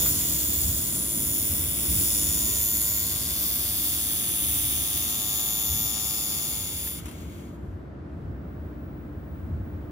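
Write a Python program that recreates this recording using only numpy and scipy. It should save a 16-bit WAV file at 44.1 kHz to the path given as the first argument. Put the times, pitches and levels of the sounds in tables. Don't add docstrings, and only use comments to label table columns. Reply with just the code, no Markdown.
import sys
import numpy as np
from scipy import signal
from scipy.fft import rfft, irfft, next_fast_len
from scipy.io import wavfile
from scipy.ndimage import map_coordinates

SR = 44100
rng = np.random.default_rng(int(sys.argv[2]) if len(sys.argv) > 2 else 0)


def persist_wave(psi):
    counts = np.round(np.clip(psi, -1, 1) * 32767).astype(np.int16)
    wavfile.write(sys.argv[1], SR, np.atleast_2d(counts).T)


N = 437031

PULSE_HZ, SWEEP_HZ = 3500.1, 107.86
SEAM_END_S, BEAM_OFF_S = 6.89, 7.0
EXIT_CYCLES = 0.1708

# time in seconds, level of the weaker half sweep in dB. 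It rises as both plates get covered.
AIM = [(0, -11), (1.3, -7.5), (2.5, -6), (3.5, -1.5), (4.5, -2.5), (5.5, 4.5), (7, 7.5)]
# time in seconds, level in dB.
FIRST_LEVEL = [(0.0, -46), (0.06, -44), (0.17, -58), (0.23, -49), (1.01, -53.5), (2.21, -47.5), (2.99, -53),
               (3.19, -49), (4.65, -45.5), (5.83, -45.5), (6.71, -51.5), (6.98, -57)]
SECOND_LEVEL = [(0.0, -32), (0.17, -38.5), (0.82, -40), (1.03, -44.5), (1.34, -38.5), (1.67, -47),
                (2.23, -34), (2.97, -35.5), (3.6, -51), (3.98, -44), (4.12, -60), (4.7, -51), (5.31, -38),
                (5.99, -37.5), (6.67, -44), (6.98, -54)]
THIRD_LEVEL = [(0.0, -37.5), (0.76, -47), (0.97, -33.5), (1.75, -34), (2.16, -30.5), (2.43, -36.5),
               (2.76, -36.5), (3.52, -37.5), (4.43, -31.5), (5.21, -35.5), (5.58, -34.5), (6.55, -37),
               (6.75, -42), (6.78, -38), (6.92, -40.5), (6.98, -47)]
FOURTH_LEVEL = [(0.0, -32.5), (0.82, -40.5), (1.2, -33.5), (1.96, -39), (2.08, -34.5), (2.57, -35),
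                (2.62, -28), (3.24, -36), (3.54, -32.5), (4.37, -35), (4.43, -33), (4.94, -38), (5.85, -30),
                (5.95, -44), (6.08, -34), (6.78, -45), (6.88, -34), (6.98, -48)]
# a harmonic's gain in dB, left-right pan in dB, pan in dB per dB of aim, reflection in dB.
HARMONIC_MIX = [(0, 24.5, 2, -53), (0, 2.5, 1, -48.5), (0, 0, 0, -46), (0, 0.5, 0, -48.5)]
HARMONIC_BOILING = [(.4, .45, .07, .03, -.12, .22), (.45, .05, .06, .18, .02, .24),
                    (.8, -.2, .06, .32, .24, .14), (.55, -.15, .13, .3, .6, .02)]


def whine(flutter_db=0.05, jitter_rad=0.14, kick_rad=0.26, roam_rad=0.15, early_cycles=0.017):
    aim_db, = curves(AIM)
    _, stay, _ = curves(BUZZ_PATH)
    rebound = lobe(0.27, 0.083)
    sputter = lobe(0.6, 0.19) * amp(wobble(400))
    simmer = 0.33 * lobe(0.81, 0.14)
    flutter = amp(flutter_db * wobble(130))
    tremble = jitter_rad * wobble(260)
    edge_kick = kick_rad * dwell(EXIT_CYCLES, 0.068, rise=0.018, fall=0.033)
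    swing = np.sin(2 * np.pi * sweep())
    levels = FIRST_LEVEL, SECOND_LEVEL, THIRD_LEVEL, FOURTH_LEVEL
    out = np.zeros((2, N))
    for k, (level, mix, boiling) in enumerate(zip(levels, HARMONIC_MIX, HARMONIC_BOILING), 1):
        gain_db, pan_db, pan_per_aim, reflection_db = mix
        lag_rad, lean_rad, floor, rebound_share, plate_share, aimed_share = boiling
        in_joint = dwell(EXIT_CYCLES - stay - early_cycles * k, stay, rise=0.04, fall=0.02 * np.sqrt(k))
        on_plate = (plate_share + aimed_share * amp(aim_db)) * sputter
        swell = floor + in_joint + rebound_share * rebound + on_plate + simmer * (1 - 1 / k)
        tilt = (lean_rad + roam_rad * wobble(1.18)) * swing
        bend = tremble - lag_rad * in_joint + edge_kick / k + tilt + 0.5 * wobble(4)
        phase = 2 * np.pi * k * PULSE_HZ * clock() + bend
        direct = envelope(level, gain_db) * sides(pan_db + pan_per_aim * aim_db) * np.sin(phase)
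        reflected = amp(reflection_db + 1.5 * wobble(2) - 100 * since(SEAM_END_S)) * np.cos(phase)
        out += np.sqrt(2) * swell / swell.mean() * (direct + np.array([reflected, -reflected]))
    return flutter * out


def beam(fade_s=0.012, linger_db=-12, t60_s=0.288):
    room_tail = amp(linger_db - 60 * since(BEAM_OFF_S) / t60_s)
    return np.maximum(1 - crossfade(BEAM_OFF_S, fade_s), room_tail)


def sweep(sag_hz=14, settle_s=0.21):
    return clock() * SWEEP_HZ + sag_hz * settle_s * np.exp(-clock() / settle_s)


def lobe(centre, width):
    offset = (sweep() - centre + 0.5) % 1 - 0.5
    return 1 / (1 + (offset / width) ** 4)


def dwell(start, length, rise, fall):
    offset = (sweep() - start - length / 2 + 0.5) % 1 - 0.5
    opening = (1 + np.tanh((offset + length / 2) / rise)) / 2
    closing = (1 - np.tanh((offset - length / 2) / fall)) / 2
    return opening * closing


# frequency in Hz, spectral density in dB.
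RUSH_SPECTRUM = [(400, -29), (900, -19), (1900, -5.5), (2200, 0), (2500, 0), (3200, 3), (3700, 4),
                 (4100, -8.5), (5000, -35)]
HISS_SPECTRUM = [(3700, -21.5), (4200, 0.5), (4850, 1.5), (5300, 1.5), (5900, -1), (6500, 4), (7300, 1.5),
                 (8300, -26.5), (9500, -39)]
FIZZ_SPECTRUM = [(6800, -33.5), (7400, -1), (7900, -1), (8350, -13), (8900, 3.5), (9400, -2), (10100, 2),
                 (10700, -1), (11200, 0), (11600, -3), (12000, -20), (12800, -26.5)]
SIZZLE_SPECTRUM = [(11300, -38), (12100, -22), (12600, -11.5), (13100, -7.5), (13600, -7.5), (14100, -7),
                   (14700, -2), (15300, -5.5), (15800, -2.5), (16500, -30.5)]
# time in seconds, relative level in dB.
RUSH_LEVEL = [(0.0, -41.5), (1.05, -48.5), (2.15, -43), (3.08, -45), (3.14, -44), (4.57, -40), (6.12, -48),
              (6.88, -48), (6.96, -53.5)]
HISS_LEVEL = [(0.0, -38), (0.6, -41), (1.2, -45), (1.35, -42.5), (1.72, -46), (2.15, -38), (2.7, -41),
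              (3.3, -40.5), (4.13, -41), (4.42, -43), (5.08, -40.5), (6.36, -41), (6.84, -48),
              (6.96, -52.5)]
FIZZ_LEVEL = [(0.0, -36), (0.11, -35), (1.14, -37), (1.73, -39.5), (2.1, -34), (2.78, -37), (2.84, -34),
              (2.9, -40), (3.71, -39), (3.77, -39), (4.29, -38.5), (4.51, -36), (5.54, -47), (6.28, -44),
              (6.86, -48), (6.98, -50.5)]
SIZZLE_LEVEL = [(0.0, -31.5), (0.08, -26), (0.15, -33.5), (0.46, -31.5), (1.12, -41), (1.38, -36),
                (1.7, -36), (2.09, -32), (2.54, -37.5), (2.66, -37), (3.14, -37.5), (3.91, -35.5),
                (4.23, -38.5), (4.52, -36.5), (4.96, -36.5), (5.62, -37), (6.86, -41.5), (6.96, -52)]
# frequency in Hz, left-right correlation.
TORCH_COHERENCE = [(700, 0.33), (1400, .05), (3300, 0.12), (4300, 0.75), (6000, 0.41), (8000, 1),
                   (10000, 0.99), (15000, 1)]


def plume(spit_db=0.86, surge_db=1.5):
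    spit = amp(spit_db * wobble(220))
    bursts = 0.6 + 0.28 * lobe(0.16, 0.043) + 0.32 * lobe(0.89, 0.16) + 0.75 * lobe(0.6, 0.1)
    flares = 1 + 1.5 * lobe(0.19, 0.03) + 0.42 * lobe(0.64, 0.11) + 0.35 * lobe(0.733, 0.08)
    sputter = lobe(0.56, 0.11) * amp(wobble(90))
    spurts = 0.42 + 0.37 * lobe(0.17, 0.038) + 0.25 * lobe(0.87, 0.14) + 0.79 * sputter
    rush = envelope(RUSH_LEVEL, gain_db=-5.5) * noise(RUSH_SPECTRUM, TORCH_COHERENCE)
    hiss = envelope(HISS_LEVEL, gain_db=3) * noise(HISS_SPECTRUM, TORCH_COHERENCE)
    fizz = envelope(FIZZ_LEVEL, gain_db=4.5) * noise(FIZZ_SPECTRUM, TORCH_COHERENCE)
    surge = amp(surge_db * wobble(6.5))
    sizzle = envelope(SIZZLE_LEVEL, gain_db=5.5) * surge * noise(SIZZLE_SPECTRUM, TORCH_COHERENCE)
    return (rush + hiss) * unit(flares * spit) + fizz * unit(bursts * spit) + sizzle * unit(spurts * spit)


def table_echo(x, gain=0.2, delay_s=0.000322, roam=0.26):
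    delayed_index = np.arange(N) - SR * delay_s * np.exp(roam * wobble(1.1))
    return np.array([side + gain * map_coordinates(side, [delayed_index]) for side in x])


# time in seconds, relative level in dB, stay in the joint in
# cycles, second plate's click in dB.
BUZZ_PATH = [(0, -46.5, 0.22, -19), (0.5, -51.5, 0.26, -17.5), (1.6, -53.5, 0.24, -10.5),
             (2.6, -46.5, 0.26, -22.5), (3.9, -48, 0.22, -13.5), (5.2, -45, 0.22, -11),
             (6.0, -45.5, 0.213, -3.5), (6.4, -48, 0.22, -7), (6.62, -50.5, 0.21, -6.5),
             (6.85, -60, 0.2, -3)]
# frequency in Hz, gain in dB.
OFF_CENTRE_CLICK = [(150, -19), (320, 6.5), (430, -7), (640, 6.5), (750, 4.5), (850, 1.5), (970, 5),
                    (1170, 3.5), (1500, 1.5), (1950, 6.5), (2250, -1.5), (2800, -0.5), (3900, -14),
                    (4400, -2), (5700, -3), (6500, 0.5), (7600, -2), (8300, -31), (10200, -25.5),
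                    (11100, -3.5), (12000, -41)]
CENTRED_CLICK = [(320, 1), (640, 3.5), (750, 3), (850, 11), (970, 0), (1170, 5.5), (1400, -0.5), (1700, -2),
                 (1950, -7), (2250, -2), (2800, 6), (3900, -11), (4400, -3), (5700, -2), (6400, 1.5),
                 (7800, -8), (8300, -38), (10200, -20), (11100, 5), (12000, -40.5)]


def buzz(gain_db=2, entry_db=-1.5, scatter_db=1.16, jitter_cycles=0.001, release_db_per_s=200):
    level_db, stay, plate_db = curves(BUZZ_PATH)
    aim_db, = curves(AIM)
    position = sweep()
    cycles = np.arange(1, int(position[-1]) - 1)
    edges = (EXIT_CYCLES - stay, amp(aim_db / 2 + entry_db)), (EXIT_CYCLES, -1), (0.52, amp(plate_db))
    clicks = np.zeros(N)
    for edge_cycles, size in edges:
        jittered = cycles + rng.normal(0, jitter_cycles, len(cycles))
        at = np.interp(jittered, position - edge_cycles, np.arange(N))[:, None]
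        taps = np.abs(at.astype(int) + np.arange(-8, 9))
        strength = amp(rng.normal(0, scatter_db, at.shape))
        impulses = strength * np.sinc(taps - at)
        clicks += size * np.bincount(taps.ravel(), impulses.ravel(), N)[:N]
    off_centre = signal.fftconvolve(clicks, ringing(OFF_CENTRE_CLICK))[:N]
    centred = signal.fftconvolve(clicks, ringing(CENTRED_CLICK))[:N]
    centring = crossfade(at_s=4.86, width_s=1)
    stereo = left_first((1 - centring) * off_centre + centring * centred)
    return amp(level_db + gain_db - release_db_per_s * since(SEAM_END_S)) * unit(stereo)


def left_first(x, lag_s=0.00028, corner_hz=3000):
    half_lag_s = np.array([[lag_s], [-lag_s]]) / 2
    return filtered(x, lambda hz: np.exp(2j * np.pi * hz * half_lag_s / (1 + hz / corner_hz)))


# frequency in Hz, the left's phase lead in radians from afar, the same from close by.
TREBLE_LEAD = [(3600, -0.5, 0), (3830, -2.5, 2.5), (4830, -3, 2), (5520, 0.5, 1), (6900, 2.5, -2.5),
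               (7630, -2, -2), (8340, -1, -3), (9260, -6, -5), (12000, -9, -9.5), (13420, -10.5, -11.5),
               (15840, -15.5, -15.5)]


def treble_skew(x, close_in_s=2.3):
    hz, *leads = np.transpose(TREBLE_LEAD)
    far, close = (filtered(x[1], lambda f: np.exp(-1j * np.interp(f, hz, lead))) for lead in leads)
    near = crossfade(close_in_s, width_s=0.15)
    return np.array([x[0], (1 - near) * far + near * close])


# start in seconds, relative level in dB, t60 in seconds.
POPS = [(0.0614, -22.5, 0.082), (6.633, -30, 0.02), (6.8714, -24, 0.047)]
# frequency in Hz, spectral density in dB.
POP_SPECTRUM = [(300, -15), (900, -0.5), (3200, -5.5), (6000, -4), (10000, -2.5), (16000, -14)]


def spatter(gain_db=-11, rough_db=2.5):
    pops = amp(gain_db) * decays(POPS) * noise(POP_SPECTRUM, TORCH_COHERENCE)
    return pops * unit(amp(rough_db * wobble(700)))


# frequency in Hz, spectral density in dB.
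JET_SPECTRUM = [(600, -34.5), (1000, -3), (1370, -3.5), (1700, -7.5), (2700, -5), (4570, -5.5),
                (5400, -11.5), (7600, -2), (10400, -15), (11400, -4), (13300, -10), (16000, -8)]
# resonance in Hz, width in Hz, lift in dB.
NOZZLE_MODES = [(2180, 210, 9.5), (3260, 220, 5), (6760, 290, 7), (9800, 450, 11), (14300, 900, 6.5)]


def gas(level_db=-47.5, flutter_db=0.96, shut_s=7.42, sag_db_per_s=12, release_db_per_s=71):
    def nozzle(hz):
        return amp(sum(db / (1 + (2 * (hz - mode) / width) ** 2) for mode, width, db in NOZZLE_MODES))

    fall_db = sag_db_per_s * since(BEAM_OFF_S) + release_db_per_s * since(shut_s)
    flow = amp(level_db - fall_db + flutter_db * wobble(36))
    return flow * unit(filtered(noise(JET_SPECTRUM, TORCH_COHERENCE), nozzle))


# start in seconds, level in dB, t60 in seconds.
TRIGGER_CLACKS = [(7.057, -39, 0.081), (7.083, -46, .16), (7.112, -48, .1)]
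# frequency in Hz, spectral density in dB.
HANDLE_SPECTRUM = [(500, -19), (950, -1.5), (1400, -6), (1800, -9), (2400, -7), (4500, -16), (10000, -6),
                   (16000, -16)]


def trigger():
    return decays(TRIGGER_CLACKS) * noise(HANDLE_SPECTRUM, TORCH_COHERENCE)


# start in seconds, end in seconds, first pitch in Hz, last pitch in Hz, level in dB.
GLIDES = [(7.5, 7.972, 13800, 13900, -86), (7.55, 7.783, 14000, 14200, -81)]


def wind_down():
    out = np.zeros(N)
    for start_s, end_s, from_hz, to_hz, db in GLIDES:
        progress = np.clip((clock() - start_s) / (end_s - start_s), 0, 1)
        arch = np.sqrt(np.maximum(np.sin(np.pi * progress), 0))
        pitch_hz = from_hz + (to_hz - from_hz) * progress
        out += amp(db) * arch * np.sin(2 * np.pi * np.cumsum(pitch_hz) / SR)
    return np.sqrt(2) * out


# frequency in Hz, level in dB.
IDLE_TONES = [(14293, -82.5), (14879, -74.5), (15272, -85.5), (15461, -85.5), (15655, -59)]
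# frequency in Hz, spectral density in dB.
IDLE_SPECTRUM = [(12500, -31.5), (13400, -8), (14200, -3), (15700, -4)]


def idle(start_s=8.1, fade_s=0.6, skew_rad=1.3, waver_rad=0.77, fizz_db=-75):
    skew = np.array([[skew_rad], [-skew_rad]])
    tones = np.zeros((2, N))
    for hz, db in IDLE_TONES:
        gain = np.sqrt(2) * amp(db + 2 * wobble(12))
        tones += gain * np.sin(2 * np.pi * hz * clock() + waver_rad * wobble(70) + skew)
    fizz = amp(fizz_db) * noise(IDLE_SPECTRUM, SHOP_COHERENCE)
    return (tones + fizz) * np.minimum(since(start_s) / fade_s, 1)


# time in seconds, workshop level in dB.
SHOP_LEVEL = [(0.02, -35.5), (0.21, -40.5), (2.41, -40), (2.66, -43), (6.32, -44.5), (8.49, -41),
              (9.15, -41.5), (9.9, -40.5)]
# frequency in Hz, spectral density in dB.
RUMBLE_SPECTRUM = [(25, -60), (33, -50), (42, -4), (50, 5), (62, -1), (78, 11.5), (97, 8), (120, -4.5),
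                   (170, -54)]
FAN_SPECTRUM = [(80, -24), (125, 3), (235, 1), (265, -1.5), (310, -2), (400, -7), (490, -12), (610, -11),
                (800, -19.5), (1500, -23), (2300, -34), (4500, -45.5), (8000, -56.5), (13000, -71)]
# frequency in Hz, level in dB.
MACHINE_TONES = [(65, -45.5), (133, -56.5), (242.6, -58), (299.3, -50.5), (342, -57.5)]
# frequency in Hz, left-right correlation.
SHOP_COHERENCE = [(60, 0.96), (130, 0.96), (290, 0.76), (640, 0.18), (1400, 0.0087), (3100, .2),
                  (7000, 0.24)]


def workshop(surge_db=2.5, waver_db=2.4, waver_rad=0.35):
    level_db, = curves(SHOP_LEVEL)
    rumble = amp(bass_db() + surge_db * wobble(6.1)) * noise(RUMBLE_SPECTRUM, SHOP_COHERENCE)
    fans = amp(level_db) * noise(FAN_SPECTRUM, SHOP_COHERENCE)
    hum = np.zeros(N)
    for hz, db in MACHINE_TONES:
        gain = np.sqrt(2) * amp(db + waver_db * wobble(3.3))
        hum += gain * np.sin(2 * np.pi * hz * clock() + waver_rad * wobble(4))
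    return rumble + fans + amp(level_db - level_db.mean()) * hum


def bass_db(swing=0.88):
    level_db, = curves(SHOP_LEVEL)
    return level_db.mean() + swing * (level_db - level_db.mean())


# start in seconds, level in dB over the workshop's bass.
MACHINE_STROKES = [(0.619, 13), (1.874, 14.5), (3.15, 10), (4.431, 14), (5.691, 14), (6.959, 11),
                   (8.22, 10.5), (9.478, 13)]
# frequency in Hz, spectral density in dB.
THUD_SPECTRUM = [(36, -37), (52, 10), (85, 11.5), (110, 6.5), (170, -0.5), (300, -7), (700, -67.5),
                 (2000, -130)]


def strokes(rise_s=0.023, t60_s=0.79):
    swell = np.zeros(N)
    for start_s, db in MACHINE_STROKES:
        age_s = since(start_s)
        swell += amp(db - 60 * age_s / t60_s) * (1 - np.exp(-age_s / rise_s))
    return amp(bass_db()) * swell * noise(THUD_SPECTRUM, SHOP_COHERENCE)


def amp(db):
    return 10 ** (np.asarray(db) / 20)


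def unit(x):
    return x / np.sqrt(np.mean(x ** 2) + 1e-20)


def clock():
    return np.arange(N) / SR


def since(start_s):
    return np.maximum(clock() - start_s, 0)


def crossfade(at_s, width_s):
    return 0.5 + 0.5 * np.tanh((clock() - at_s) / width_s)


def along(points, hz):
    knots_hz, values = np.transpose(points)
    return np.interp(np.log(hz + 1), np.log(knots_hz + 1), values)


def curves(rows):
    times_s, *columns = np.transpose(rows)
    return [np.interp(clock(), times_s, column) for column in columns]


def envelope(rows, gain_db):
    return amp(curves(rows)[0] + gain_db)


def decays(events):
    return sum(amp(db - 60 * since(s) / t60_s) * (clock() > s) for s, db, t60_s in events)


def wobble(rate_hz):
    return map_coordinates(rng.standard_normal(int(N * rate_hz / SR) + 4), [clock() * rate_hz])


def filtered(x, response):
    size = next_fast_len(N + 8192)
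    return irfft(rfft(x, size) * response(np.fft.rfftfreq(size, 1 / SR)), size)[..., :N]


def sides(pan_db):
    gains = amp([pan_db / 2, -pan_db / 2])
    return gains / gains.mean(0)


def noise(spectrum, coherence):
    def colour(hz):
        width = np.tan(np.arccos(np.clip(along(coherence, hz), -1, 1)) / 2)
        return amp(along(spectrum, hz)) * np.array([np.ones_like(hz), width])

    mid, side = filtered(rng.standard_normal((2, N)), colour)
    return np.array([mid + side, mid - side]) / np.std(mid)


def ringing(spectrum, size=4096):
    cepstrum = irfft(np.log(amp(along(spectrum, np.fft.rfftfreq(size, 1 / SR)))))
    cepstrum[1:size // 2] *= 2
    cepstrum[size // 2 + 1:] = 0
    return irfft(np.exp(rfft(cepstrum)))


# frequency in Hz, left minus right in dB.
WELD_PAN = [(400, 5), (800, 9), (2400, 4), (3300, 11), (4100, -1), (7000, 3), (9000, -0.5)]


def scene():
    weld = beam() * (table_echo(plume()) + buzz()) + spatter() + gas() + trigger()
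    weld = treble_skew(filtered(weld, lambda hz: sides(along(WELD_PAN, hz))))
    room = (workshop() + strokes()) * sides(pan_db=0.56)[:, None]
    return weld + beam() * whine() + wind_down() + idle() + room


def record(dry):
    return filtered(dry, lambda hz: hz < 15850)


dry = scene()
out = record(dry)
persist_wave(out)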